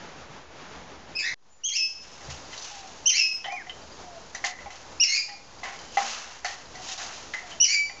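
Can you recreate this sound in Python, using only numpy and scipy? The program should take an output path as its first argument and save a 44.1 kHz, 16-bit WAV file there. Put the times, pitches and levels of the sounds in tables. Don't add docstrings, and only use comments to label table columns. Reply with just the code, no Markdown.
import sys
import numpy as np
from scipy import signal
from scipy.fft import rfft, irfft
from scipy.io import wavfile
from scipy.ndimage import uniform_filter1d

SR = 44100
rng = np.random.default_rng(int(sys.argv[2]) if len(sys.argv) > 2 else 0)


def dump(signal):
    limited = np.clip(np.atleast_2d(signal).T, -1, 1)
    pcm = np.round(limited * 32767).astype(np.int16)
    wavfile.write(sys.argv[1], SR, pcm)


def rack_gain(trim_db):
    fader = np.asarray(trim_db, float)
    return 10 ** (fader / 20)


N = 352800
TIME = np.arange(N) / SR
CUT_S = 1.343


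def in_time(rows):
    s, *columns = np.transpose(rows)
    return [np.interp(TIME, s, column) for column in columns]


def rms_one(x):
    return x / np.sqrt(np.mean(x ** 2) + 1e-20)


def band(x, low_hz, high_hz):
    return signal.sosfilt(signal.butter(2, [low_hz, high_hz], "band", fs=SR, output="sos"), x)


def drift(rate_hz):
    r = np.exp(-2 * np.pi * rate_hz / SR)
    wander = signal.lfilter([1], [1, -2 * r, r * r], rng.standard_normal(N + SR))
    return rms_one(wander[SR:])


def coloured(white, spectrum):
    hz, db = np.transpose(spectrum)
    bins = np.log(np.arange(N // 2 + 1) * SR / N + 1)
    return rms_one(irfft(rfft(white) * rack_gain(np.interp(bins, np.log(hz), db)), N))


def soft_ends(rows, fade_s):
    return np.clip(np.minimum(TIME - rows[0][0], rows[-1][0] - TIME) / fade_s, 0, 1)


def pings(rows, t60s, rise_s):
    out = np.zeros(N)
    for (s, db, hz, *_), t60 in zip(rows, t60s):
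        t = np.maximum(TIME - s, 0)
        out += rack_gain(db - 60 * t / t60) * (1 - np.exp(-t / rise_s)) * np.sin(2 * np.pi * hz * t)
    return out


def fade_in_db():
    # t/s, level/dB
    fade = [(1.35, -38), (1.45, -24), (1.62, -15.5), (1.85, -10.5), (2.05, -7)]
    return in_time(fade)[0]


def air(spectrum, level_db):
    return rack_gain(level_db + 2.25 * drift(4.9)) * coloured(rng.standard_normal(N), spectrum)


def traffic():
    # t/s, level/dB, half width/s
    passes = [(2.32, -44, 0.05), (3.85, -66, 0.24), (4.68, -57, 0.046), (4.95, -61, .08), (7.0, -67, 0.58)]
    hum = rack_gain(-60) * np.where(TIME < CUT_S, 1, rack_gain(fade_in_db()))
    for s, db, width_s in passes:
        hum = hum + rack_gain(db) * np.exp(-((TIME - s) / width_s) ** 2)
    return hum * rms_one(band(rng.standard_normal(N), 61, 75))


def camera_thumps():
    # t/s, peak level/dB, f/Hz, t60/s
    thumps = [
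        (0.298, -40, 139, 0.086),
        (2.285, -37, 135.4, 0.35),
        (6.019, -42.5, 229, 0.72),
    ]
    return pings(thumps, [row[3] for row in thumps], rise_s=0.00079)


def squeak_rows(beats, pitches, effort, held_s):
    # share of rise time, share of pitch step, level under top/dB, beak/dB
    arch_up = [(0, 0, -9, -9.5), (0.182, .45, -9.5, 11.5), (0.549, .93, -1, 7.5), (1, 0.99, 1, -1.5)]
    # time after top/s, share of top pitch, level under top/dB, beak/dB
    arch_down = [(.007, .94, -3, 8), (.015, .84, -3.5, 4), (.028, .66, -23.5, -8.5)]
    hoarse = dict(rise=.15, fall=.7, climb=.48, crack=.75, settle=.12, held=.03)
    crack_s, settle_s, swell_s, release_s = .012, .006, .012, .02
    crack_db = -1.5
    start, top, climb, crack, clear = beats
    start_hz, top_hz, from_hz, to_hz, held_hz = pitches
    top_db, arch_beak_db, climb_db, held_db, beak_db = effort

    rows = []
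    for share, step, db, open_db in arch_up:
        pitch = start_hz + step * (top_hz - start_hz)
        rows.append((start + share * (top - start), pitch, top_db + db, arch_beak_db + open_db, hoarse["rise"]))
    for t, share, db, open_db in arch_down:
        rows.append((top + t, top_hz * share, top_db + db, arch_beak_db + open_db, hoarse["fall"]))

    wide_db = beak_db + 0.5
    end = clear + held_s
    swelled_hz = from_hz + (to_hz - from_hz) * swell_s / (crack - crack_s - climb)
    return rows + [
        (climb, from_hz, climb_db - 10.5, wide_db, hoarse["climb"]),
        (climb + swell_s, swelled_hz, climb_db, wide_db, hoarse["climb"]),
        (crack - crack_s, to_hz, climb_db, wide_db, hoarse["climb"]),
        (crack, held_hz * 1.07, held_db + crack_db, wide_db, hoarse["crack"]),
        (clear - settle_s, held_hz * 1.01, held_db + 2 * crack_db, beak_db, hoarse["crack"]),
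        (clear, held_hz, held_db, beak_db, hoarse["settle"]),
        (end, held_hz, held_db - 9, beak_db, hoarse["held"]),
        (end + release_s, held_hz, held_db - 52, beak_db, hoarse["held"])]


def squeak(rows, shake, throb, hiss):
    pitch, level_db, beak_db, rough = in_time(rows)
    pitch = uniform_filter1d(pitch, size=500)
    phase = 2 * np.pi * np.cumsum(pitch * (1 + .045 * rough * shake)) / SR
    third = rack_gain(-2 - 12 * np.clip(3 * pitch / 1000 - 7.1, 0, 3))
    upper = np.sin(2 * phase)
    upper += third * np.clip(3.3 * rough, .35, 1) * np.sin(3 * phase)
    upper += rack_gain(-19.5) * np.sin(4 * phase)
    upper += rack_gain(-14) * rough * hiss
    chop_db = 9 * np.tanh(rough * throb)
    return soft_ends(rows, .003) * rack_gain(level_db + chop_db) * (np.sin(phase) + rack_gain(beak_db) * upper)


def cockatoo_calls():
    # start/s, top/s, climb/s, crack/s, clear tone/s
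    beats = [(1.148, 1.184, 1.228, 1.272, 1.29),
                                                                                                                  (1.634, 1.684, 1.725, 1.764, 1.79),
                                                                                                                  (3.056, 3.09, 3.135, 3.177, 3.214),
                                                                                                                  (4.997, 5.028, 5.075, 5.158, 5.178),
                                                                                                                  (7.599, 7.638, 7.678, 7.737, 7.75)]
    # start f/Hz, top f/Hz, climb from f/Hz, climb to f/Hz, held f/Hz
    pitches = [(2400, 2640, 1720, 1950, 2020), (2760, 3300, 2000, 2480, 2605),
               (2630, 3150, 2000, 2400, 2578), (2435, 2880, 2090, 2220, 2410),
               (2693, 2980, 2150, 2360, 2305)]
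    # arch level/dB, arch beak/dB, climb level/dB, held level/dB, held beak/dB
    efforts = [(-30.5, -4.5, -27, -34, -9.5), (-7.5, -0.5, -17, -9.5, 6), (-7, 1, -12, -8, 2.5),
               (-8, 0.5, -16.5, -11, 2.5), (-8.5, 4.5, -13, -8.5, -1)]
    held_s = [.005, .07, .112, .02, .065]
    shake, throb = drift(500), drift(230)
    hiss = rms_one(band(rng.standard_normal(N), 4200, 7500))
    calls = [squeak_rows(*parts) for parts in zip(beats, pitches, efforts, held_s)]
    return [squeak(rows, shake, throb, hiss) for rows in calls]


def porch(x, wet_db):
    t = TIME[:SR]
    near, far = (rms_one(rack_gain(-60 * t / t60)) / np.sqrt(SR) for t60 in (.3, .55))
    echo_gap_s = .006
    build_up = 1 - np.exp(-(t / echo_gap_s) ** 2)
    tail = rng.standard_normal(SR) * np.hypot(rack_gain(-3) * near, rack_gain(-9) * far) * build_up
    heard = x + rack_gain(wet_db) * signal.fftconvolve(x, tail)[:N]
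    return signal.sosfilt(signal.butter(4, 7700, fs=SR, output="sos"), heard)


def rustle():
    # f/Hz, level/dB per Hz
    scrape_colour = [(1350, -43), (2300, -16.5), (2690, -8.5), (3350, -12.5), (5160, -10.5), (6460, -9),
                     (7210, -11), (8000, -4), (10400, -77.5), (17600, -120)]
    # t/s, bright scrape level/dB, dull shuffle level/dB, swell/s, fade t60/s
    shifts = [(2.031, -51, -57, .02, 3.2), (2.305, -39.5, -48, 0.014, 0.39),
              (2.535, -44.5, -49.5, 0.058, 1.3), (2.645, -42, -50, 0.013, 1.05),
              (3.71, -51.5, -71, 0.044, 0.077), (4.357, -44, -46, 0.018, 0.18),
              (4.448, -25.5, -36, 0.004, 0.22), (4.599, -60, -51, 0.061, .5),
              (4.719, -52.5, -55.5, 0.057, 1.05), (5.639, -42.5, -40.5, 0.0068, 0.72),
              (5.982, -29.5, -31, 0.0056, .9), (6.068, -31, -51, 0.14, 0.54), (6.455, -35, -39, 0.01, 0.53),
              (6.92, -35, -45, 0.15, 0.36), (7.0, -36.5, -41, 0.031, 0.99), (7.345, -44, -47, 0.02, 0.76),
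              (7.53, -47, -49, 0.18, 0.22)]
    grains_per_s = 5000
    grain_db = 1.6 * np.minimum(rng.exponential(1, N), 4) + 1.51 * drift(38)
    grains = (rng.random(N) < grains_per_s / SR) * rack_gain(20 * grain_db / 20) * rng.choice([-1, 1], N)
    bright = coloured(grains, scrape_colour)
    dull = rms_one(band(grains[::-1], 620, 2200))
    fidget = rack_gain(fade_in_db())
    scrape, shuffle = rack_gain(-53.5) * fidget, rack_gain(-56.5) * fidget
    for s, scrape_db, shuffle_db, swell_s, t60 in shifts:
        shape_db = np.where(TIME < s, 20 * (TIME - s) / swell_s, -60 * (TIME - s) / t60)
        scrape = np.hypot(scrape, rack_gain(scrape_db + shape_db))
        shuffle = np.hypot(shuffle, rack_gain(shuffle_db + shape_db))
    return rack_gain(5.0) * (scrape * bright + shuffle * dull)


def far_tone(rows, flutter):
    pitch, level_db = in_time(rows)
    phase = 2 * np.pi * np.cumsum(pitch) / SR
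    return soft_ends(rows, 0.0067) * rack_gain(level_db + 2.5 * flutter) * np.sin(phase)


def dove_and_cricket(flutter):
    # t/s, length/s, from f/Hz, to f/Hz, level/dB
    coos = [
        (2.703, 0.17, 830, 755, -38),
        (4.031, 0.16, 740, 659, -39.5),
        (5.279, 0.074, 830, 800, -31),
        (6.737, 0.088, 725, 751, -40),
        (6.856, 0.097, 810, 726, -34.5),
        (7.427, .14, 735, 664, -40),
        (1.496, 0.086, 7050, 7050, -36.5),
        (1.8, .16, 7080, 7050, -49),
    ]
    edge = 0.086
    shares = np.array([0, edge, 1 - edge, 1])
    out = np.zeros(N)
    for s, length, from_hz, to_hz, db in coos:
        pitch = from_hz + (to_hz - from_hz) * shares
        level_db = db - 2 * np.array([1, 0, 0, 1])
        out += far_tone(np.transpose([s + length * shares, pitch, level_db]), flutter)
    return out


def ring(x, hz, t60):
    r, w = rack_gain(-60 / (t60 * SR)), 2 * np.pi * hz / SR
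    return signal.lfilter([0, np.sin(w)], [1, -2 * r * np.cos(w), r * r], x + 1e-18)


def cage():
    # f/Hz, level/dB, t60/s
    frame_tones = [(733, -1, 0.2), (800, 0, 0.14), (1069, -12, 0.15)]
    bar_tones = [(1547, -13, 0.031), (1750, -7.5, 0.043), (1871, -2, 0.044), (2030, 1, 0.07),
                 (2167, -5, 0.06), (2650, -11.5, 0.049), (3033, -7, 0.07)]
    wire_tones = [(4100, -3.5, 0.05), (4450, -5.5, 0.055), (4890, -9.5, 0.09), (5140, -7, 0.055),
                  (6090, -8, 0.12), (6160, -12, 0.048), (7275, -7, 0.055)]
    # t/s, peak level/dB, frame level/dB, wires level/dB, rattle t60/s
    long_blows = [(2.2059, -39.5, -41, -63, 0.31), (2.2948, -34, -55, -47, 0.15),
                  (3.4566, -23, -26, -39, 0.39), (3.5217, -55, -30.5, -37, 0.2),
                  (3.6676, -36, -36.5, -67, 0.049), (4.348, -24.5, -39, -30.5, 0.3),
                  (4.44, -12.5, -19, -27, 0.29), (4.5878, -33, -59, -66, .24),
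                  (4.659, -41, -35.5, -66, 0.18), (5.2894, -28, -40, -69, .2),
                  (5.632, -31, -29.5, -45.5, 0.29), (5.657, -28, -30, -62, 0.4),
                  (5.9708, -11.5, -13, -28, 0.28), (6.4458, -18.5, -31, -26, 0.38),
                  (6.7507, -36, -42, -41, 0.49), (6.8868, -31, -57, -29.5, 0.072),
                  (6.9769, -35, -33, -29, 0.96), (7.3362, -18, -38, -55, 0.35),
                  (7.8955, -26.5, -35, -56, .11)]
    short_blows = [(2.5277, -33, -66, -46, 0.13), (2.576, -60, -49.5, -32.5, 0.42),
                   (2.6224, -56, -58, -33, 0.24), (3.4426, -18.5, -29.5, -49, 0.21),
                   (3.695, -24.5, -56, -55, 0.13), (4.704, -31, -63, -37.5, 0.1),
                   (5.7884, -37.5, -64.5, -39, 1), (7.5158, -30.5, -50, -58, 0.25)]
    long_bar_hz, short_bar_hz = 1984, 3065
    knocks = [(*row, long_bar_hz) for row in long_blows] + [(*row, short_bar_hz) for row in short_blows]
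    rattle = rms_one(rack_gain(1.5 * np.minimum(rng.exponential(1, N), 4)) * rng.choice([-1, 1], N))
    # tones, column of the blow's level, low f/Hz, high f/Hz, part level/dB, broad level/dB
    parts = [(frame_tones, 2, 600, 1400, 14.0, -1.0),
             (bar_tones, 1, 1400, 3600, 3.0, -4.0),
             (wire_tones, 3, 3600, 8000, 14.0, -1.5)]
    out = np.zeros(N)
    for modes, column, low_hz, high_hz, part_db, broad_db in parts:
        blows, broad = np.zeros((len(modes), N)), np.zeros(N)
        for row in knocks:
            at = round(row[0] * SR)
            t = TIME[:min(N - at, SR // 2)]
            here = slice(at, at + len(t))
            push = 0.33 * rattle[here] * rack_gain(-60 * t / np.clip(row[4], .02, 1.5))
            push *= 1 + 2.27 * rack_gain(-60 * t / 0.032)
            push[0] = 1
            push *= rack_gain(row[column] + part_db)
            blows[:, here] += rack_gain(rng.normal(0, 5, (len(modes), 1))) * push
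            broad[here] += push
            if modes is bar_tones:
                out[here] += rack_gain(-19) * ring(push, row[5], .03)
        for blow, (hz, db, t60) in zip(blows, modes):
            out += rack_gain(db - 32) * ring(blow, hz, t60)
        out += rack_gain(broad_db) * band(broad, low_hz, high_hz)
    return band(out, 870, 11000)


def ticking_bird():
    # t/s, peak level/dB, f/Hz
    ticks = [(2.2476, -36, 4760), (2.4498, -35, 4850), (3.8182, -34, 4700), (3.9185, -34, 4800),
             (4.018, -38, 4730), (4.152, -50, 5060), (5.3857, -68, 4820), (5.4864, -53, 4630),
             (5.5857, -35, 4810), (6.6538, -36, 4840)]
    return pings(ticks, [.05] * len(ticks), rise_s=0.0015)


def far_whistle(flutter):
    # t/s, f/Hz, level/dB
    whistle = [(3.455, 2125, -46), (3.48, 2070, -44), (3.5, 2194, -28), (3.52, 2410, -22.5),
               (3.555, 2464, -24.5), (3.585, 2090, -29), (3.63, 1520, -37)]
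    return far_tone(whistle, flutter)


def scene():
    # f/Hz, level/dB per Hz
    first_air = [(12, -38), (20, -7.5), (22, -6), (48, -20), (63, -25.5), (119, -4.5), (192, -6.5),
                 (887, -6.5), (4310, -19), (5540, -19.5), (7310, -20.5), (8080, -30), (10500, -76),
                 (17800, -120)]
    second_air = [(12, -25), (20, -21), (22, -5.5), (65, -8), (378, -9), (450, -8), (498, -7.5),
                  (887, -7.5), (2420, -20.5), (6130, -18), (6950, -18), (8080, -16.5), (10500, -78),
                  (17800, -120)]
    calls = cockatoo_calls()
    first = porch(calls[0], wet_db=9.5) + air(first_air, -45.5)
    flutter = drift(27)
    far = dove_and_cricket(flutter) + ticking_bird() + far_whistle(flutter)
    second = porch(sum(calls[1:]), wet_db=2) + porch(cage() + far, wet_db=-6) + air(second_air, -40.5)
    second = rack_gain(fade_in_db()) * second + rustle()
    return (np.where(TIME < CUT_S, first, second) + traffic() + camera_thumps())[None]


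def top_cut(x):
    return signal.sosfilt(signal.butter(12, 8230, fs=SR, output="sos"), x)


def record(dry):
    duck_from_db, duck_share, recover_db_s = -36, .27, 80
    level_db = 10 * np.log10(uniform_filter1d(dry[0] ** 2, size=441) + 1e-12)
    level_db -= fade_in_db() * (TIME > CUT_S)
    recovery_db = recover_db_s * TIME
    held_db = np.maximum.accumulate(level_db + recovery_db) - recovery_db
    duck_db = duck_share * np.maximum(held_db - duck_from_db, 0)
    duck_db *= np.abs(TIME - CUT_S - .14) > .14
    ducked = dry * rack_gain(-signal.lfilter([.002], [1, -.998], duck_db))
    narrow = signal.sosfilt(signal.cheby2(12, 70, 8600, fs=SR, output="sos"), ducked)
    return top_cut(narrow - .0022)


dry = scene()
out = record(dry)
dump(out)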